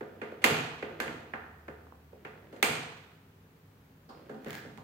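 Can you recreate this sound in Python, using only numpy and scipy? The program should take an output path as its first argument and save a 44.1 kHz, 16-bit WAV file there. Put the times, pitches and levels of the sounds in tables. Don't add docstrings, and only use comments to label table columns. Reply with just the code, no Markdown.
import sys
import numpy as np
from scipy import signal
from scipy.fft import rfft, irfft
from scipy.io import wavfile

SR = 44100
rng = np.random.default_rng(int(sys.argv[2]) if len(sys.argv) > 2 else 0)


def to_wav(s):
    ch = np.atleast_2d(s).T
    pcm = np.round(np.clip(ch, -1, 1) * 32767)
    wavfile.write(sys.argv[1], SR, pcm.astype(np.int16))


N = 213419
TIME = np.arange(N) / SR

# start in seconds, clack level in dB, top pitch of the clack in Hz,
# case knock in dB, steel tick in dB, table thump at its strongest in dB, chatter time scale in seconds,
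# first rebound against the clack in dB.
SLAMS = [(0.441, 17.5, 2730, 23, 8.5, 19, 0.014, -10), (1.0013, 6.5, 2370, 12.5, -6.5, 5, 0.007, -15.5),
         (2.627, 15, 2650, 17.5, 7.5, 12.5, 0.005, -15.5)]
# start in seconds, clack level in dB, top pitch in Hz,
# case knock in dB, chatter time scale in seconds.
PAWLS = [(0.008, -6.5, 2050, 13, 0.0073), (0.215, -2.5, 2440, 11.5, 0.012), (0.319, -19.5, 1800, 8, 0.0034),
         (0.4179, -15, 2690, -16, 0.061), (0.8253, 0, 2570, 14.5, 0.0069), (0.888, -17, 1730, 4, 0.013),
         (1.079, -2.5, 2615, 1, 0.0055), (1.095, -11, 2200, 9, 0.0022), (1.336, 3, 2145, -3, 0.0075),
         (1.6815, -5.5, 2130, 9.5, 0.0057), (1.8685, -19, 1450, -6, 0.0022),
         (1.9225, -10, 1180, -28, 0.0013), (2.127, -30, 700, 3, 0.0044), (2.2494, -4.5, 2370, 3, 0.0075),
         (2.525, -19.5, 2150, 1, 0.023), (2.562, -18.5, 2230, -2, 0.012)]
# start in seconds, clack level in dB, top pitch in Hz,
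# case knock in dB, table thump in dB, chatter time scale in seconds.
BUMPS = [(4.091, -10, 1330, -7.5, -10.5, 0.05), (4.294, -12, 1940, 8, -1, 0.015),
         (4.344, -14, 950, -7, -15, 0.005), (4.460, -10, 2340, 9, 7, 0.031),
         (4.648, -19.5, 1990, 0.5, 3, 0.0066), (4.712, -39, 1530, -13, -9, 0.004),
         (4.782, -11.5, 1230, -21, -4, 0.0035)]
# start in seconds, clack level in dB.
GRIT = [(4.446, -15), (4.484, -16), (4.506, -7), (4.53, -9), (4.543, -15), (4.552, -7.5), (4.561, -19),
        (4.7751, -18)]
# pitch in Hz, level in dB.
STEEL_COLOUR = [(1500, -13), (3000, 5), (4300, -1.5), (5600, -8.5), (6900, -4.5), (8500, -11),
                (10000, -14.5), (11800, -12.5), (14000, -9), (16000, -9)]
# pitch in Hz, width in Hz, lift over the rest in dB.
PANELS = [(633, 40, -2), (788, 100, 3.5), (1370, 26, 4), (1470, 54, 1.5), (1800, 37, -1), (1932, 135, 0),
          (2340, 23, -4), (2490, 90, 4), (3030, 24, 1.5), (3310, 230, 0.5), (4370, 110, 3.5),
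          (4800, 110, 4), (6340, 260, 4.5), (6900, 86, 5), (8330, 420, 5.5), (9680, 200, 9.5),
          (11170, 1500, 8), (12250, 300, 8), (14500, 150, 2.5)]
# rough start in seconds (the nearest blow sets it off), middle pitch
# in Hz, reach of the cluster to either side in Hz, level in dB, time to fall by 60 dB in seconds.
SPRINGS = [(0.441, 2064, 220, -17, 0.032), (0.441, 6860, 120, -46.5, 0.55), (1, 1652, 145, -36.5, 0.36),
           (1.336, 1790, 110, -54, 0.99), (2.247, 2430, 375.9, -56, 0.27), (2.627, 2245, 420, -21, .045),
           (2.627, 2294, 181, -32.5, 0.6), (2.628, 6900, 300, -49.5, 0.61), (2.626, 8500, 200, -40.5, 0.54),
           (2.627, 12300, 200, -46.5, 0.27), (4.091, 4650, 1097, -65, 0.79)]
# pitch in Hz, level among the modes in dB,
# time to fall by 60 dB in seconds.
FRAME_MODES = [(146.5, -9.5, 0.83), (222, 6, 0.6), (248, 0.5, 0.88), (293.9, 2.5, 0.27), (331, 2, 0.34),
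               (383.5, -14, .55), (421.7, 1, 0.5), (423.3, -7, .55), (481.5, -5.5, 0.21), (527, -1, 0.54),
               (592, 0, 0.22), (676, -1, 0.63), (727, -2.5, 0.7), (779.6, 1.5, 0.4), (896, -1, 0.48),
               (1209, -2.5, 0.51), (1375, -3, 0.78), (1342, -12.5, 0.98), (1482, -6, 0.87),
               (1668, -2, 0.25), (1740, -16, .6), (2080, -3, 0.2), (2040, -16, 0.67), (2380, -11, .5),
               (2415, -9, 0.59), (2718, -2, .6), (2798, -1, 0.27), (3190, -10.5, 0.77), (3480, -9.5, 1)]
# start in seconds, length in seconds, level before the mix in dB.
MOVES = [(0.02, 0.032, -53), (0.26, 0.26, -56), (0.833, 0.25, -49.5), (2.16, 0.57, -59), (4.12, 0.24, -57)]
# pitch in Hz, time to fall by 60 dB in seconds
# (room() lets no band last longer than 1400 Hz does).
ROOM_T60 = [(100, 0.6), (300, 0.88), (700, 0.96), (1500, 0.89), (3000, 0.84), (6000, 0.74), (10000, 0.52),
            (16000, 0.28)]
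# pitch in Hz, level in dB.
ROOM_COLOUR = [(60, -4.5), (150, 8.5), (400, -0.5), (800, -1.5), (1400, -1.5), (2300, -6.5), (4000, -2.5),
               (8000, 0), (15000, -3)]
# pitch in Hz, left-right difference against the middle in dB.
WIDTH = [(80, -22.5), (160, -15.5), (300, -13), (550, -5), (1000, -1), (3000, 0.5), (14000, -0.5)]
# pitch in Hz, relative level in dB.
AIR_COLOUR = [(25, -34.5), (55, -1), (90, -3), (150, 3), (240, -5.5), (330, -9), (420, -5.5), (600, -14),
              (1500, -18), (2500, -23.5), (5000, -31.5), (10000, -36), (12500, -31), (15500, -28.5)]
# pitch in Hz, width of each of two resonances in Hz, level in dB.
HUMS = [(97.6, 11, -66), (156.7, 12, -68), (266.4, 12, -71.5)]

SLAM_SHARE_DB = -1.5
REBOUND_S, REBOUND_STRETCH, REBOUND_CHATTER_S, REBOUND_SHARE_DB = 0.03, 1.13, 0.012, -0.5
REBOUND_CLACK_LOSS_DB, REBOUND_KNOCK_LOSS_DB = 2, 5
REBOUND_TICK_DB = -9.5
LANDING_S, LANDING_SLOPE_DB_PER_S = 0.063, 132
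PAWL_TICK_DB, TICK_DB_PER_OCTAVE, BRIGHT_HZ = -28, 15, 2400
PAWL_THUMP_DB = -14
PAWL_SHARE_DB, SHARE_DB_PER_DOUBLING, USUAL_CHATTER_S = -1, 3, 0.0082
TICK_DULLING = 0.23
KNOCK_LAG_S = 0.003957
BUMP_TICK_DB, BUMP_SHARE_DB = -17.5, 1.8
GRIT_TOP_HZ, GRIT_CHATTER_S, GRIT_SHARE_DB = 2420, 0.0022, -6
GRIT_KNOCK_DB, GRIT_TICK_DB, GRIT_THUMP_DB = 0, -8, 7
JUDDER_DB, JUDDER_HOLD_S, JUDDER_RELEASE_S = -53, 0.032, 0.076
MOVE_ATTACK_S, MOVE_RELEASE_S = 0.028, 0.5
SLIDE_AT_S, SLIDE_LENGTH_S, SLIDE_DB, SLIDE_ATTACK_S, SLIDE_RELEASE_S = 4.49, 0.091, -46, 0.07, 0.06
AIR_DB = -60.5
DRONE_PEAK_S, DRONE_DB, DRONE_REST_DB = 1.76, -56.5, -82
DRONE_RISE_DB_PER_S, DRONE_FALL_DB_PER_S = 17.5, 22
CUTOFF_HZ = 15750


def slam_blows(count=4):
    for s, clack_db, top_hz, knock_db, tick_db, thump_db, seconds, rebound_db in SLAMS:
        first_thump_db = thump_db - LANDING_SLOPE_DB_PER_S * LANDING_S
        yield s, clack_db, top_hz, knock_db, tick_db, first_thump_db, seconds, SLAM_SHARE_DB
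        ages = np.cumsum(REBOUND_S * REBOUND_STRETCH ** np.arange(count))
        for k, age in enumerate(ages):
            fall_db = rebound_db - REBOUND_CLACK_LOSS_DB * k
            weaker_knock_db = knock_db - REBOUND_KNOCK_LOSS_DB * (k + 1)
            softer_tick_db = tick_db + fall_db + REBOUND_TICK_DB
            landing_db = thump_db - LANDING_SLOPE_DB_PER_S * abs(age - LANDING_S)
            yield (s + age, clack_db + fall_db, top_hz, weaker_knock_db, softer_tick_db,
                   landing_db, REBOUND_CHATTER_S, REBOUND_SHARE_DB)


def pawl_blows():
    for s, clack_db, top_hz, knock_db, seconds in PAWLS:
        tick_db = PAWL_TICK_DB + TICK_DB_PER_OCTAVE * np.log2(top_hz / BRIGHT_HZ)
        share_db = PAWL_SHARE_DB + SHARE_DB_PER_DOUBLING * np.log2(seconds / USUAL_CHATTER_S)
        yield s, clack_db, top_hz, knock_db, tick_db, knock_db + PAWL_THUMP_DB, seconds, share_db


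def nudge_blows():
    for s, clack_db, top_hz, knock_db, thump_db, seconds in BUMPS:
        yield s, clack_db, top_hz, knock_db, clack_db + BUMP_TICK_DB, thump_db, seconds, BUMP_SHARE_DB
    for s, db in GRIT:
        yield (s, db, GRIT_TOP_HZ, db + GRIT_KNOCK_DB, db + GRIT_TICK_DB, db + GRIT_THUMP_DB,
               GRIT_CHATTER_S, GRIT_SHARE_DB)


def lever(click, top_hz, ring_db=-4):
    band = cut(cut(click, top_hz, "low", order=5), 0.13 * top_hz, "high")
    return from_db(-1.5) * band + from_db(ring_db) * resonate(band, 0.81 * top_hz, 0.23 * top_hz)


def hollow_case(click):
    return resonate(resonate(click, hz=474, width_hz=290), hz=367, width_hz=182)


def table_top(click, overtone_db=-7):
    low_mode = cut(cut(resonate(click, hz=135, width_hz=45), 170, "low"), 95, "high")
    second_mode = resonate(resonate(click, hz=277, width_hz=88), hz=279, width_hz=110)
    return low_mode + from_db(overtone_db) * second_mode


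def chatter(seconds, size):
    t = TIME[:size] / max(seconds, 1e-4)
    noise = rng.standard_normal((2, size)) * (1 + t) * np.exp(-1.6 * t)
    return unit_energy(spread(even_out(noise, amount=0.57)))


def contacts(size=8192, knock_far_db=-2.5, thump_far_db=0):
    near, push = np.zeros((2, N)), np.zeros((1, N))
    click = signal.unit_impulse(size) + 1e-18
    hollow = hollow_case(click)
    table = table_top(click)
    tick = colour(cut(click, 2820, "high"), STEEL_COLOUR)
    blows = [*slam_blows(), *pawl_blows(), *nudge_blows()]
    for s, clack_db, top_hz, knock_db, tick_db, thump_db, seconds, share_db in blows:
        clack = from_db(clack_db) * lever(click, top_hz)
        tick_top_hz = 8.2 * top_hz * from_db(TICK_DULLING * min(tick_db, 0))
        steel = from_db(tick_db) * cut(tick, tick_top_hz, "low", order=1)
        knock = from_db(knock_db) * hollow
        thump = from_db(thump_db) * table
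        bright = convolve(clack, chatter(seconds, size)) + convolve(steel, chatter(0.5 * seconds, size))
        thunk = from_db(-6.0) * knock + from_db(-1.5) * convolve(knock, chatter(seconds, size))
        far_thunk = from_db(knock_far_db) * knock + from_db(thump_far_db) * thump
        share = from_db(share_db)
        add(near, s, bright)
        add(push, s, share * (clack + steel))
        add(near, s + KNOCK_LAG_S, thunk + from_db(-0.5) * thump)
        add(push, s + KNOCK_LAG_S, share * np.atleast_2d(far_thunk))
    return panels(near), panels(push)


def panels(x, between_db=-1.5):
    freqs = np.linspace(20, SR / 2, 4096)
    lift = sum(db / (1 + (2 * (freqs - hz) / width_hz) ** 2) for hz, width_hz, db in PANELS)
    return colour(x, np.column_stack([freqs, between_db + lift]))


def springs(count=30):
    out, t = np.zeros((2, N)), TIME[:SR]
    blows = np.array([row[0] for row in SLAMS + PAWLS + BUMPS])
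    for rough_s, hz, width_hz, db, t60 in SPRINGS:
        s = blows[np.argmin(np.abs(blows - rough_s))]
        partials = hz + width_hz * (rng.random((count, 1)) + rng.random((count, 1)) - 1)
        phases = rng.random((2, count, 1))
        cluster = np.sin(2 * np.pi * (partials * t + phases)).sum(axis=1) / np.sqrt(count / 2)
        add(out, s, from_db(db - 60 * t / t60) * cluster)
    return out


def frame():
    t, out = TIME[:SR], 0
    for hz, db, t60 in FRAME_MODES:
        tone = np.sin(2 * np.pi * (hz * t + rng.random((2, 1))))
        out = out + from_db(db) * unit_energy(tone * np.exp(-np.log(1000) * t / t60))
    return spread(out)


def friction(per_s, uneven_db):
    happens = rng.random(N) < per_s / SR
    slips = happens * rng.standard_normal(N) * from_db(uneven_db * rng.standard_normal(N))
    return slips / slips.std()


def rubbing():
    slips = friction(per_s=630, uneven_db=5.5)
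    grumble = resonate(cut(slips, 740, "low"), hz=385, width_hz=264)
    linkage = grumble + from_db(-17) * cut(slips, [500, 2500], "band", order=3)
    grit = friction(per_s=1600, uneven_db=4.0)
    scrape = cut(resonate(grit, hz=1730, width_hz=500), 940, "high", order=4)
    rasp = scrape + from_db(-15.5) * cut(grit, 14000, "high")
    moving = sum(swell(s, length, db, MOVE_ATTACK_S, MOVE_RELEASE_S) for s, length, db in MOVES)
    sliding = swell(SLIDE_AT_S, SLIDE_LENGTH_S, SLIDE_DB, SLIDE_ATTACK_S, SLIDE_RELEASE_S)
    rocking = sum(swell(s, JUDDER_HOLD_S, knock_db + JUDDER_DB, KNOCK_LAG_S, JUDDER_RELEASE_S)
                  for s, _, _, knock_db, _, _ in BUMPS)
    judder = hum(hz=250, width_hz=67)
    return moving * linkage / linkage.std() + sliding * rasp / rasp.std() + rocking * judder


def room(build_s=0.0016, patchy_db=-1.0):
    t, out = TIME[:SR], 0
    fade = np.exp(-np.log(1000) * t / at_hz(ROOM_T60, 1400))
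    coarse_t = t[::128]
    strengths = from_db(patchy_db * np.interp(t, coarse_t, rng.standard_normal(len(coarse_t))))
    reflections = even_out(rng.standard_normal((2, SR)) * fade, amount=0.084) * strengths
    spectrum, freqs = rfft(reflections), np.fft.rfftfreq(SR, 1 / SR)
    edges = np.geomspace(40, 20000, 17)
    for low, high in zip(edges, edges[1:]):
        band = irfft(spectrum * ((freqs >= low) & (freqs < high)), SR)
        t60 = at_hz(ROOM_T60, np.sqrt(low * high))
        extra_loss = np.minimum(np.exp(-np.log(1000) * t / t60) / fade, 1)
        out = out + band * extra_loss
    build_up = 1 - np.exp(-(t / build_s) ** 2)
    fade_out = np.minimum(4 * (1 - t), 1)
    return colour(unit_energy(spread(out * build_up * fade_out)), ROOM_COLOUR)


def hum(hz, width_hz):
    noise = rng.standard_normal(N + SR)
    tone = resonate(resonate(noise, hz, width_hz), hz, width_hz)[SR:]
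    return tone / tone.std()


def drone(waver_hz=1.5):
    pitch_hz = 78 + waver_hz * hum(hz=2.6, width_hz=4)
    tone = np.sqrt(2) * np.sin(2 * np.pi * np.cumsum(pitch_hz) / SR)
    sunk_db = np.maximum(DRONE_RISE_DB_PER_S * (DRONE_PEAK_S - TIME),
                         DRONE_FALL_DB_PER_S * (TIME - DRONE_PEAK_S))
    return (from_db(DRONE_DB - sunk_db) + from_db(DRONE_REST_DB)) * tone


def room_tone():
    air = colour(spread(rng.standard_normal((2, N + SR))), AIR_COLOUR)[:, SR:]
    hums = sum(from_db(db) * hum(hz, width_hz) for hz, width_hz, db in HUMS)
    return from_db(AIR_DB) * air / air.std() + hums + drone()


def from_db(db):
    return 10 ** (np.asarray(db) / 20)


def unit_energy(x):
    return x / np.sqrt(np.mean(np.sum(x ** 2, axis=-1)) + 1e-20)


def at_hz(points, hz):
    freqs, values = np.transpose(points)
    return np.interp(np.log(np.maximum(hz, 1)), np.log(freqs), values)


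def colour(x, spectrum):
    size = 8192
    gains = from_db(at_hz(spectrum, np.fft.rfftfreq(size, 1 / SR)))
    cepstrum = irfft(np.log(gains))
    cepstrum[1:size // 2] *= 2
    cepstrum[size // 2 + 1:] = 0
    return convolve(x, irfft(np.exp(rfft(cepstrum))))


def convolve(x, response):
    return signal.fftconvolve(np.atleast_2d(x), np.atleast_2d(response), axes=-1)[:, :x.shape[-1]]


def cut(x, hz, kind, order=2):
    safe_hz = np.clip(hz, 10, .45 * SR)
    return signal.sosfilt(signal.butter(order, safe_hz, kind, fs=SR, output="sos"), x)


def resonate(x, hz, width_hz):
    r = np.exp(-np.pi * width_hz / SR)
    feed = np.array([1, 0, -1]) * (1 - r * r) / 2
    feedback = [1, -2 * r * np.cos(2 * np.pi * hz / SR), r * r]
    return signal.lfilter(feed, feedback, x + 1e-18)


def spread(pair):
    return pair[0] + colour(pair[1], WIDTH) * [[1], [-1]]


def even_out(x, amount):
    size = x.shape[-1]
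    spectrum = rfft(x, 2 * size)
    return irfft(spectrum / (np.abs(spectrum) + 1e-9) ** np.clip(amount, 0, 1))[:, :size]


def swell(start, length, db, attack_s, release_s):
    early = np.maximum(start - TIME, 0)
    late = np.maximum(TIME - start - length, 0)
    return from_db(db - 20 * (early / attack_s + late / release_s))


def add(track, s, sound):
    start = int(np.clip(round(s * SR), 0, N - 1))
    track[:, start:start + sound.shape[-1]] += sound[:, :N - start]


def scene():
    near, push = contacts()
    rub, echoes = rubbing(), room()
    machine = near + springs() + from_db(-4.5) * rub
    machine = machine + from_db(-23.0) * convolve(push, frame())
    machine = machine + from_db(2.5) * convolve(push, echoes) + from_db(-2.5) * convolve(rub, echoes)
    bass = cut(machine, 220, "low", order=1)
    return bass + (machine - bass) * from_db([[-1.6], [1.1]]) + room_tone()


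def record(dry):
    top_cut = signal.ellip(10, .2, 80, CUTOFF_HZ, fs=SR, output="sos")
    return signal.sosfilt(top_cut, cut(dry, 22, "high"))


dry = scene()
out = record(dry)
to_wav(out)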